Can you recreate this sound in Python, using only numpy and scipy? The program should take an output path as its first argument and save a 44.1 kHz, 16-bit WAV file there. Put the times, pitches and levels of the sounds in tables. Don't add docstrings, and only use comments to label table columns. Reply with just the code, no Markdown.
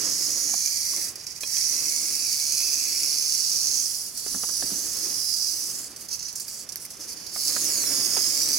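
import sys
import numpy as np
from scipy import signal
from scipy.fft import rfft, irfft, next_fast_len
from scipy.io import wavfile
from scipy.ndimage import map_coordinates

SR = 44100
rng = np.random.default_rng(int(sys.argv[2]) if len(sys.argv) > 2 else 0)


def generate_wav(signal):
    frames = np.transpose(np.atleast_2d(signal))
    scaled = np.clip(frames, -1, 1) * 32767
    pcm = np.round(scaled).astype(np.int16)
    wavfile.write(sys.argv[1], SR, pcm)


N = 378754

# (time [s], shakes [1/s])
SHAKE_RATE = [(0, 71.5), (.6, 73.5), (1.2, 62), (1.55, 77.5), (2.2, 73), (3.5, 72), (4.05, 67.5),
              (4.8, 70.5), (5.6, 70), (6.2, 65), (7.2, 66), (7.8, 72.5), (8.07, 68), (8.38, 72), (8.59, 69)]
# (start [s], end [s], relative level [dB], run-down [s], relative treble [dB])
BOUTS = [(-.3, 1.129, -30, 0.11, -3), (1.14, 1.4, -41.5, 0.028, -7), (1.404, 4.151, -28, .42, -4),
         (4.113, 5.914, -31.1, .42, -2.5), (5.976, 6.068, -45, 0.014, 3.5),
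         (6.098, 6.167, -30.5, 0.032, -7.5), (6.18, 6.322, -34.5, 0.022, -9),
         (6.413, 6.655, -43.5, 0.1, 0.5), (6.797, 6.877, -43.5, 0.028, 4.5),
         (6.895, 6.95, -39.5, 0.046, -1), (6.991, 7.073, -37.5, .03, -4.5),
         (7.066, 7.143, -34.5, 0.013, -4.5), (7.134, 7.382, -38.5, 0.021, -8), (7.302, 9, -26.5, .3, -3.1)]
# (time [s], level [dB])
FLICKS = [(1.155, -30.5), (1.265, -27.5), (1.406, -28), (1.5847, -30), (4.173, -25), (5.961, -31.5),
          (6.085, -30.5), (6.1324, -25), (6.191, -27.5), (6.226, -27), (6.2487, -32), (6.2815, -27),
          (6.326, -33), (6.689, -29.5), (6.72, -29.5), (6.769, -34), (6.902, -36.5), (7.264, -27.5)]
# (frequency [Hz], level [dB])
SHELL_SPECTRUM = [(300, -50), (1500, -31), (3200, -25.5), (3800, -22), (4400, -6.5), (4750, -1), (5700, 0),
                  (6400, -1.5), (7300, -8), (9100, -10.5), (10250, -5), (11600, -13), (13000, -14.8),
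                  (15800, -18.6)]
# (time [s], pitch [Hz], level [dB])
CAVITY_NOTE = [(0, 2050, -22), (1.2, 2220, -12), (1.7, 2230, -15), (2.2, 2380, -14.5), (3, 2440, -14.5),
               (3.6, 2480, -23), (4.2, 2500, -34), (7.1, 2400, -19), (7.6, 2400, -25), (8.59, 2400, -22)]
# (time [s], centre [Hz], boost [dB])
BEAM = [(0, 6640, 5.5), (.6, 6400, 4), (1.1, 5700, -1.5), (1.65, 5800, 4.5), (1.95, 7360, 3),
        (2.6, 8540, 1), (2.95, 5900, 0.5), (3.55, 5900, 5), (3.8, 6460, 3.5), (3.9, 10500, 3),
        (4.9, 10200, 1.5), (5.05, 6000, 1), (5.33, 4870, 6), (5.55, 4800, 1), (7.6, 5100, -2),
        (8.1, 4800, 0), (8.59, 4760, 3.5)]
# (time [s], lag [ms], strength [0-1])
ROCK_ECHO = [(7.3, .22, 0), (7.6, .26, .25), (7.68, .37, .52), (7.8, .47, .6), (7.88, .56, .58),
             (7.96, .6, .55), (8.2, .595, .38), (8.4, .54, .25), (8.59, .455, .42)]
# (frequency [Hz], left minus right [dB])
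RATTLE_LEAN = [(1400, -3), (3100, -2.5), (5500, -9), (9000, -1), (15000, -9.5)]
# (start [s], length [s], level [dB])
SLIDES = [(5.6, 0.29, -38.5), (6.353, 0.049, -31), (6.395, 0.068, -35.5), (6.478, .18, -39)]
# (time [s], level [dB], t60 [s])
SNAPS = [(6.357, -27, .012), (6.398, -29, .03), (6.481, -30.5, .05), (6.7581, -17, .006), (6.851, -31, .03)]
# (frequency [Hz], level [dB])
LEAF_SPECTRUM = [(500, -51), (3600, -22), (4600, 11), (7500, 11), (9500, 7), (13000, -3), (15500, -5)]
TWIG_SPECTRUM = [(500, -33), (2300, -3), (3400, -29), (4600, 10), (7000, -9), (11500, 7.5), (15500, -5)]
# (time [s], level [dB])
HOOK_TAPS = [(1.434, -33.5), (1.567, -40.5)]
# (frequency [Hz], level [dB], t60 [s])
HOOK_MODES = [(624, -14, 0.071), (1050, -13, 0.11), (1760, -12, 0.08), (2484, 4.5, 0.04), (3310, 0, 0.05),
              (4040, 5, 0.026), (4180, 1, 0.038)]
# (time [s], knock level [dB], sole pitch [Hz], relative thud level [dB])
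STEPS = [(0.493, -40, 990, -48), (0.539, -31, 1140, -52), (.935, -38, 1110, -66), (4.263, -33.5, 850, -51),
         (4.332, -55, 800, -37), (4.346, -34.5, 800, -39), (4.4352, -28.5, 1280, -61),
         (4.491, -36.5, 1400, -55), (4.6238, -31, 950, -39), (4.705, -40, 700, -36),
         (7.361, -33.5, 1220, -61), (7.5639, -27, 1250, -46), (7.837, -32, 1390, -50),
         (8.1681, -25, 1090, -62.5), (8.177, -34, 1180, -58)]
# (frequency [Hz], level [dB])
GRIT_SPECTRUM = [(100, -3), (400, 5.5), (750, 6.5), (1200, 3.5), (1750, 2), (2300, -5.5), (4000, -6.5),
                 (9000, -66)]
THUD_SPECTRUM = [(25, -14), (60, -27), (180, 2.5), (330, 0), (550, -12), (900, -17), (2000, -72)]
# (start [s], length [s], level [dB])
MOVES = [(-.1, 0.29, -40), (.15, 0.43, -47), (.9, 0.33, -49.5), (1.62, 0.69, -51.5), (2.42, .88, -55),
         (3.48, 0.42, -55.5), (4.22, 0.45, -56), (4.58, 0.69, -48), (5.45, 0.65, -53.5),
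         (6.52, 0.33, -57.5), (6.9, 0.9, -55), (7.45, 1.5, -44.5), (7.85, 0.37, -44)]
REGRIP = [(4.25, 0.89, -58)]
# (frequency [Hz], level [dB])
CLOTH_SPECTRUM = [(30, -24), (100, -7), (200, -5), (305, 3), (450, -5), (600, -5), (850, -14.5),
                  (1200, -9.5), (1500, -12.5), (1850, -9.5), (3000, -13.5), (8000, -20.5), (16000, -42.5)]
GRIP_SPECTRUM = [(20, -18), (50, 9), (120, -6), (300, -1), (1000, -67)]
AIR_SPECTRUM = [(20, -14), (40, -8), (65, 3), (130, 2), (300, -0.5), (700, -5.5), (1800, -7.5), (4000, -10),
                (16000, -26)]

RISE_S, RISE_SHARE, RAMP_POWER = .19, .25, 0.67
TREMOR_DB, TREMOR_TREBLE_DB = -48, -2.5
FIRM_DB, SLACK_RANGE_DB = -28.5, 5
FIRM_SCATTER, SLACK_SCATTER = .21, .44
FADE_TREBLE_DB = 4
FLICK_RISE_S, FLICK_T60_S = 0.002, 0.045
BEAM_WIDTH_HZ, CAVITY_WIDTH_HZ = 400, 350
SOLE_DB, SOLE_T60_S = -6.5, 0.014
MOVE_RISE_S, MOVE_FALL_S = 0.077, .14
TOP_HZ = 15950


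def rattle():
    t = clock()
    level_db, _ = effort(t)
    falter = np.clip((-31.5 - level_db) / 8, 0, 1)
    unsteady_db = (0.2 + 2 * falter) * wobble(70) - falter
    halts_db = -4 * sum(np.exp(-((t - s + .008) / .008) ** 2) for s, _ in FLICKS)
    clicks = segment_clicks(size_db=3.6, stroke_db=1.1, backstroke_db=-2, rub_db=-3)
    buzz = clicks * amp(level_db + unsteady_db + halts_db * falter - 1.14)
    flicks = bursts([(s, db, FLICK_T60_S) for s, db in FLICKS], spiky_db=3, rise=FLICK_RISE_S)
    blows = buzz + flicks
    scattered = among_rocks(blows, wet_db=0, t60=0.047) + amp(-5) * off_foliage(blows, t60=0.25)
    sound = posture(ring(scattered, SHELL_SPECTRUM))
    return filtered(sound, lambda hz: panned(1, along(RATTLE_LEAN, hz)))


def effort(t):
    power = np.full(len(t), amp(TREMOR_DB) ** 2)
    treble = power * TREMOR_TREBLE_DB
    for start, end, db, fall, treble_db in BOUTS:
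        gain = swell(t, start, end, min(RISE_S, RISE_SHARE * (end - start)), fall)
        bout = (amp(db) * gain) ** 2
        power += bout
        treble += bout * (treble_db + FADE_TREBLE_DB * (1 - gain))
    return 10 * np.log10(power), treble / power


def segment_clicks(size_db, stroke_db, backstroke_db, rub_db, count=18):
    shakes, = at(SHAKE_RATE, clock())
    phase = np.cumsum(2 * shakes) / SR
    stroke = np.arange(int(phase[-1]))[:, None]
    level_db, _ = effort(np.interp(stroke[:, 0], phase, clock()))
    slack = np.clip((FIRM_DB - level_db) / SLACK_RANGE_DB, 0, 1)
    loose = FIRM_SCATTER + (SLACK_SCATTER - FIRM_SCATTER) * slack[:, None]
    scatter, size = rng.standard_normal((2, len(stroke), count))
    when = np.interp(stroke + loose * scatter, phase, np.arange(N), left=-1, right=-1).astype(int)
    swing_db = stroke_db * rng.standard_normal(stroke.shape) + backstroke_db * (stroke % 2)
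    force = amp(size_db * np.minimum(size, 2.6) + swing_db) * rng.choice([-1, 1], size.shape)
    clicks = unit(np.bincount(when[when >= 0], force[when >= 0], N))
    return unit(clicks + amp(rub_db) * rng.standard_normal(N))


def posture(x, size=512):
    hz, t, frames = signal.stft(x, SR, nperseg=size)
    hz = hz[:, None]
    _, treble_db = effort(t)
    beam_hz, beam_db = at(BEAM, t)
    cavity_hz, cavity_db = at(CAVITY_NOTE, t)
    lag_ms, strength = at(ROCK_ECHO, t)
    tilt = amp((treble_db + 4) * np.clip((hz - 6000) / 2000, 0, 1))
    beam = amp(beam_db / (1 + ((hz - beam_hz) / BEAM_WIDTH_HZ) ** 2))
    cavity = amp(cavity_db - along(SHELL_SPECTRUM, hz)) / (1 + ((hz - cavity_hz) / CAVITY_WIDTH_HZ) ** 4)
    echo = 1 + strength / (1 + (hz / 9500) ** 6) * np.exp(-2j * np.pi * hz * lag_ms / 1000)
    return signal.istft(frames * np.hypot(tilt * beam, cavity) * echo, SR, nperseg=size)[1][:, :N]


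def leaves():
    clumps = amp(2.5 * wobble(160))
    litter = crackle(N, spiky_db=7)
    drag = ring(litter * swells(SLIDES, rise=0.0041, fall=0.041) * clumps, LEAF_SPECTRUM)
    snaps = ring(bursts(SNAPS, spiky_db=2), TWIG_SPECTRUM)
    return panned(among_rocks(drag + snaps, wet_db=-3.5, t60=0.065), lean_db=-5.5)


def hook():
    out, t = np.zeros(N + SR), np.arange(SR // 3) / SR
    for s, db in HOOK_TAPS:
        modes = sum(amp(level + rng.normal(0, 1) - 60 * t / t60) * np.sin(2 * np.pi * hz * t)
                    for hz, level, t60 in HOOK_MODES)
        crack = 1.25 * amp(-60 * t / 0.033) * rng.standard_normal(len(t))
        out[round(s * SR):][:len(t)] += amp(db) * (modes + crack)
    return panned(among_rocks(out[:N], wet_db=-6, t60=.08), lean_db=-3)


def boots():
    knocks, t = np.zeros(N + SR), np.arange(SR // 10) / SR
    for s, db, hz, _ in STEPS:
        sole = np.sin(2 * np.pi * hz * t) * amp(-60 * t / SOLE_T60_S)
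        knocks[round(s * SR):][:len(t)] += amp(db + SOLE_DB) * sole
    grit = ring(bursts([(s, db, .016) for s, db, _, _ in STEPS], spiky_db=3), GRIT_SPECTRUM)
    landings = [(s + 0.01083, thud_db, .1) for s, _, _, thud_db in STEPS]
    thud = ring(amp(-3) * bursts(landings, spiky_db=-1.5), THUD_SPECTRUM)
    return panned(among_rocks(knocks[:N] + grit + thud, wet_db=2, t60=0.053), lean_db=-7)


def handler():
    folds = amp(1.5 * wobble(30))
    cloth = rush(CLOTH_SPECTRUM, side_db=-6.5) * swells(MOVES, MOVE_RISE_S, MOVE_FALL_S) * folds
    grip = rush(GRIP_SPECTRUM, side_db=-1) * swells(REGRIP, MOVE_RISE_S, MOVE_FALL_S)
    grip *= amp(2.9 * wobble(23))
    return panned(cloth + grip, lean_db=-3)


def among_rocks(x, wet_db, t60):
    step = .2
    t = np.arange(SR // 8) / SR
    out = np.array([x, x])
    for centre in np.arange(0, N / SR + step, step):
        tail = rng.standard_normal((2, len(t))) * amp(-60 * t / t60)
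        tail *= amp(wet_db) / np.linalg.norm(tail[0])
        a, b = max(0, int((centre - step) * SR)), min(N, int((centre + step) * SR))
        if a < b:
            share = np.cos(np.pi / 2 * (np.arange(a, b) / SR - centre) / step)
            echo = signal.fftconvolve((x[a:b] * share)[None], tail, axes=1)[:, :N - a]
            out[:, a:a + echo.shape[1]] += echo
    return out


def off_foliage(x, t60):
    decay = amp(-120 * np.arange(SR // 8) / SR / t60)
    energy = np.abs(signal.fftconvolve(x ** 2, decay / decay.sum())[:N])
    return np.sqrt(energy) * rng.standard_normal((2, N))


def still_air():
    return panned(amp(-53) * rush(AIR_SPECTRUM, side_db=-7.5), lean_db=-0.5)


def crackle(length, spiky_db):
    size = np.minimum(rng.standard_normal(length), 2)
    return unit(rng.choice([-1, 1], length) * amp(spiky_db * size))


def bursts(rows, spiky_db, rise=0):
    out, t = np.zeros(N + SR), np.arange(SR // 3) / SR
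    onset = np.minimum((t + 1 / SR) / (rise + 1 / SR), 1)
    for s, db, t60 in rows:
        out[round(s * SR):][:len(t)] += crackle(len(t), spiky_db) * onset * amp(db - 60 * t / t60)
    return out[:N]


def rush(spectrum, side_db):
    mid, side = ring(rng.standard_normal((2, N)), spectrum)
    return np.array([mid + amp(side_db) * side, mid - amp(side_db) * side])


def swell(t, start, end, rise, fall):
    return np.clip(np.minimum((t - start) / rise, (end - t) / fall), 0, 1) ** RAMP_POWER


def swells(rows, rise, fall):
    t = clock()
    return np.sqrt(sum((amp(db) * swell(t, s, s + length, rise, fall)) ** 2 for s, length, db in rows))


def wobble(rate):
    return map_coordinates(rng.standard_normal(int(N * rate / SR) + 4), [clock() * rate])


def ring(x, spectrum, size=2048):
    cepstrum = irfft(np.log(amp(along(spectrum, np.fft.rfftfreq(size, 1 / SR)))))
    cepstrum[1:size // 2] *= 2
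    cepstrum[size // 2 + 1:] = 0
    body = irfft(np.exp(rfft(cepstrum)))
    return filtered(x, lambda hz: rfft(body / np.linalg.norm(body), next_fast_len(N + SR // 2)))


def filtered(x, response):
    padded = next_fast_len(N + SR // 2)
    return irfft(rfft(x, padded) * response(np.fft.rfftfreq(padded, 1 / SR)), padded)[..., :N]


def panned(x, lean_db):
    left = 1 / (1 + amp(-lean_db))
    return 2 * x * np.vstack([left, 1 - left])


def along(points, hz):
    knots_hz, values = np.transpose(points)
    return np.interp(np.log(hz + 1), np.log(knots_hz + 1), values)


def at(rows, t):
    times, *columns = np.transpose(rows)
    return [np.interp(t, times, column) for column in columns]


def clock():
    return np.arange(N) / SR


def amp(db):
    return 10 ** (np.asarray(db) / 20)


def unit(x):
    return x / np.sqrt(np.mean(x ** 2) + 1e-20)


def scene():
    air = still_air()
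    return rattle() + leaves() + hook() + boots() + handler() + air


def record(dry):
    return filtered(dry, lambda hz: hz < TOP_HZ)


dry = scene()
out = record(dry)
generate_wav(out)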